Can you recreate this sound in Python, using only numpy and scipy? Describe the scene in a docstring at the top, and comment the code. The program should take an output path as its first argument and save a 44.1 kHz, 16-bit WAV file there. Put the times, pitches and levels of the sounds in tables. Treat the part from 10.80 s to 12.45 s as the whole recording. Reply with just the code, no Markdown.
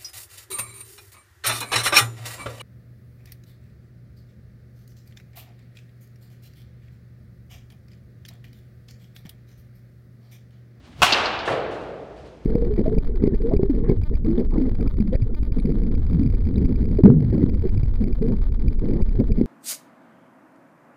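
"""A faint scuff and stride on turf, then a wooden bat swishes and cracks a ball in a long indoor cage.
The wood rings over a low punch. A bright clack comes back from down the lane and flutters between
the end walls. After a bright rustle, the ball thuds on the far backstop. The hall rings on while the
batter's shoes scuff over a low ventilation hum."""
import sys
import numpy as np
from scipy import signal
from scipy.fft import rfft, irfft
from scipy.io import wavfile

SR = 44100
rng = np.random.default_rng(int(sys.argv[2]) if len(sys.argv) > 2 else 0)


def master_out(mix):
    """Clip the mix to full scale and print it as 16-bit PCM to the path in sys.argv[1]."""
    frames = np.transpose(np.atleast_2d(mix))
    ceiling = np.clip(frames, -1, 1)
    pcm = np.round(ceiling * 32767).astype(np.int16)
    wavfile.write(sys.argv[1], SR, pcm)


N = 72765
HIT_S, CONTACT_S = .2192, .0002

# The woody ring of bat and ball. 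Each row: pitch in Hz, level in dB, decay (t60) in seconds.
WOOD_MODES = [(717, -14, 0.086), (900, -16, 0.044), (1126, -10, 0.074), (1308, -7, 0.031),
              (1497, -11, 0.062), (2596, -7.5, 0.042), (2838, -11, 0.043), (3296, -10.5, 0.024)]
# The crack's hard midrange bite. Each row: frequency in Hz, level in dB.
CRACK_COLOUR = [(60, -9), (180, -8.5), (300, -26), (500, -10), (750, 6), (1450, 3), (1850, -1.5),
                (2750, -5.5), (4500, -7.5), (7000, -13), (15000, -24.5)]

def crack(start):
    """One arrival of bat on ball: a snap, the ring of the wood and a brief crunch."""
    impulse = 1. * (np.arange(N) == round(start * SR))
    snap = tint(impulse, CRACK_COLOUR)
    smear_s = .00043
    wood = sum(undb(db) * ring(start + smear_s * rng.random(), hz, t60) for hz, db, t60 in WOOD_MODES)
    crunch = burst(start, CRACK_COLOUR, rise=CONTACT_S, t60=.018)
    return undb(4) * snap + undb(-4) * wood + undb(-10) * crunch


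# Tight slaps off floor, walls and ceiling. Each row: delay in seconds, level in dB.
CRACK_ECHOES = [(.0054, -4.5), (.0087, -24.5), (0.0121, 1.5), (.0138, -4.5), (.0175, -12), (.0218, -12),
                (0.029, -16.5), (0.038, -19)]
# The low punch of the blow. Each row: pitch in Hz, level in dB, t60 in seconds.
PUNCH_MODES = [(70, -23.5, 0.125), (121, -20, 0.076), (186.7, -22, 0.068)]
# The crack's wash in the hall. Each row: frequency in Hz, level in dB.
CRACK_TAIL = [(40, -32), (75, 1), (170, -12), (400, -5), (720, 5.5), (1400, 0), (1900, -2.5), (2700, 4),
              (4500, -6), (7000, -14.5), (15000, -29)]

def bat():
    """The crack and its low punch; nearby surfaces and the hall throw the crack back."""
    near = crack(HIT_S) + sum(undb(db) * crack(HIT_S + lag) for lag, db in CRACK_ECHOES)
    scatter = undb(-11.5) * burst(HIT_S + .006, CRACK_COLOUR, rise=.0024, t60=.16)
    punch = sum(undb(db) * ring(HIT_S, hz, t60, rise=.005) for hz, db, t60 in PUNCH_MODES)
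    return near + scatter + punch + undb(-18) * hall(HIT_S, CRACK_TAIL)


# The clack's bright, scooped tone. Each row: frequency in Hz, level in dB.
CLACK_COLOUR = [(100, -14), (330, -1), (1000, -29), (2000, -21), (2700, 6.5), (3400, 2), (4500, 6),
                (5400, -3.5), (7000, -19), (10000, -42), (16000, -61)]
# Slaps off the sides of the lane. Each row: delay in seconds, level in dB.
CLACK_ECHOES = [(.0032, 1.5), (.0072, -4.5), (0.0115, -2), (.021, -8)]
# The clack's warmer wash in the hall. Each row: frequency in Hz, level in dB.
CLACK_TAIL = [(100, -17.5), (350, 3), (1500, 5.5), (2700, -8), (4500, -7), (6500, -20.5), (15000, -50)]

def clack(start=.3228):
    """A clack off a hard surface down the lane; it returns, smeared, once per trip along the hall."""
    near = flutter = 0
    for lag, db in [(0, 0), *CLACK_ECHOES]:
        near += undb(db - 10.5) * burst(start + lag, CLACK_COLOUR, rise=CONTACT_S, t60=.025)
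    trip_s, trip_loss_db = .133, 8
    for trip in range(3):
        echo = burst(start + (trip + 1) * trip_s, CLACK_COLOUR, rise=.0019, t60=.1)
        flutter += undb(-24.5 - trip * trip_loss_db) * echo
    return near + flutter + undb(-22.5) * hall(start, CLACK_TAIL)


# A bright, airy rustle. Each row: frequency in Hz, level in dB.
RUSTLE_COLOUR = [(500, -12), (3000, 11.5), (6000, -5), (9000, -7.5), (15000, -39)]
# Two thuds, the second duller. Each row: start in seconds, level in dB, low-pass cutoff in Hz.
THUDS = [(0.673, -18, 2400), (0.703, -16.5, 900)]
# The body of a thud. Each row: frequency in Hz, level in dB.
THUD_COLOUR = [(40, -35), (90, -6), (150, 3.5), (230, -13.5), (430, 5), (680, 3), (950, -2), (1700, -1.5),
               (3500, -12), (8000, -15)]
# The last thud's dark boom in the hall. Each row: frequency in Hz, level in dB.
THUD_TAIL = [(50, -27), (140, -7), (230, -14.5), (430, 1.5), (650, 1), (950, -9.5), (1800, -14),
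             (4000, -28.5), (12000, -61)]

def backstop():
    """A bright rustle, then the ball thuds on the soft backstop, booming through the hall."""
    out = undb(-39) * noise(RUSTLE_COLOUR) * envelope(.65, rise=.0091, t60=.36, hold=.047)
    for start, db, cutoff_hz in THUDS:
        blow = noise(THUD_COLOUR) * envelope(start, rise=.0059, t60=.21)
        muffle = signal.butter(2, cutoff_hz, fs=SR, output="sos")
        out += undb(db) * signal.sosfilt(muffle, blow)
    return out + undb(-24) * hall(THUDS[-1][0], THUD_TAIL)


# The swing's deep whoosh. Each row: frequency in Hz, level in dB.
SWING_COLOUR = [(30, -23), (50, -21), (90, 5), (200, -10), (500, -17), (1500, -27.5), (4000, -29.5),
                (12000, -50)]
# The stride's soft weight. Each row: frequency in Hz, level in dB.
STRIDE_COLOUR = [(50, -18.5), (130, -1.5), (230, 4.5), (400, -19), (900, -18), (4000, -46)]
# Shoe scuffs and cloth rustles. 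Each row: start and rise in seconds, level in dB, t60 in seconds.
SCUFFS = [(.025, 0.028, -54.5, 0.45), (.11, 0.014, -58, .4), (.902, 0.016, -47, 0.56),
          (1.0, 0.016, -56.5, 1), (1.355, 0.018, -56, 0.68), (1.44, 0.027, -55.5, 0.3)]
# Their dry brush. Each row: frequency in Hz, level in dB.
SCUFF_COLOUR = [(150, -3.5), (500, 5), (1300, 3), (2500, 4), (4300, 0), (6500, -9), (9000, -13.5),
                (15000, -35.5)]

def batter():
    """A soft stride, a swish that peaks just before the hit, and scuffs on the turf."""
    peak_s, rise_s, fall_s = .207, .026, .03
    t = np.arange(N) / SR - peak_s
    swing = undb(-33) * noise(SWING_COLOUR) * np.exp(np.minimum(t / rise_s, -t / fall_s))
    stride = undb(-45) * noise(STRIDE_COLOUR) * envelope(.059, rise=.013, t60=.51)
    scuffs = sum(undb(db) * noise(SCUFF_COLOUR) * envelope(start, rise, t60)
                 for start, rise, db, t60 in SCUFFS)
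    return swing + stride + scuffs


# The hall's decay, lingering in the lows. Each row: frequency in Hz, t60 in seconds.
HALL_T60 = [(70, 2.55), (250, 3.1), (500, 2.1), (1000, 1.75), (2000, 1.43), (4000, 1.27), (7000, 0.61),
            (11000, .45), (16000, 0.23)]

def hall(start, colour):
    """Diffuse tail of a blow: it builds up, then each half-octave dies at its own rate."""
    hz = np.fft.rfftfreq(N, 1 / SR)
    spectrum = rfft(noise(colour))
    tail = 0
    for centre in 2 ** np.arange(5, 14.5, .5):
        band = np.maximum(1 - 2 * abs(np.log2(np.maximum(hz, 1) / centre)), 0)
        tail += irfft(spectrum * band, N) * envelope(start, rise=.019, t60=lookup(HALL_T60, centre))
    return tail


# A low bed of moving air. Each row: frequency in Hz, level in dB.
AIR_COLOUR = [(25, -39), (38, -19.5), (55, 8), (100, 0.5), (280, -3.5), (500, -16.5), (1200, -19.5),
              (3000, -24), (5000, -29.5), (9000, -42.5), (16000, -57)]

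def ventilation(hum_hz=54.1):
    """Steady air noise and a low hum."""
    hum = np.sqrt(2) * np.sin(2 * np.pi * hum_hz * since(0))
    return undb(-49.5) * noise(AIR_COLOUR) + undb(-53.5) * hum


def undb(db):
    """Decibels to gain."""
    return 10 ** (np.asarray(db) / 20)


def lookup(points, hz):
    """Read (Hz, value) points on a log-frequency axis."""
    freqs, values = np.array(points, float).T
    return np.interp(np.log(np.maximum(hz, 1)), np.log(freqs), values)


def since(start):
    """Seconds since start, zero before it."""
    return np.maximum(np.arange(N) / SR - start, 0)


def envelope(start, rise, t60, hold=0):
    """Linear rise, hold, then a fall of 60 dB per t60; all in seconds."""
    t = since(start)
    return np.minimum(t / rise, 1) * np.exp(-np.log(1000) * np.maximum(t - rise - hold, 0) / t60)


def ring(start, hz, t60, rise=CONTACT_S):
    """One struck mode: a dying sine."""
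    return np.sin(2 * np.pi * hz * since(start)) * envelope(start, rise, t60)


def noise(colour):
    """Noise of rms 1 with the given colour."""
    hz = np.fft.rfftfreq(N, 1 / SR)
    x = irfft(np.exp(2j * np.pi * rng.random(len(hz))) * undb(lookup(colour, hz)), N)
    return x / np.std(x)


def tint(x, colour):
    """Minimum-phase filter with the given colour; white noise keeps its level."""
    gain = undb(lookup(colour, np.fft.rfftfreq(2 * N, 1 / SR)))
    cepstrum = irfft(np.log(gain / np.sqrt(np.mean(gain ** 2))))[:N]
    cepstrum[1:] *= 2
    return irfft(rfft(x, 2 * N) * np.exp(rfft(cepstrum, 2 * N)))[:N]


def burst(start, colour, rise, t60):
    """A coloured puff of noise from one blow."""
    return tint(rng.standard_normal(N) * envelope(start, rise, t60), colour)


def scene():
    """Everything at one microphone behind the batter."""
    return (bat() + clack() + backstop() + batter() + ventilation())[None]


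def record(dry):
    """The phone rounds the loudest peaks and cuts the top."""
    top_hz = 15900
    return signal.sosfilt(signal.ellip(10, .2, 70, top_hz, fs=SR, output="sos"), np.tanh(dry))


dry = scene()
out = record(dry)
master_out(out)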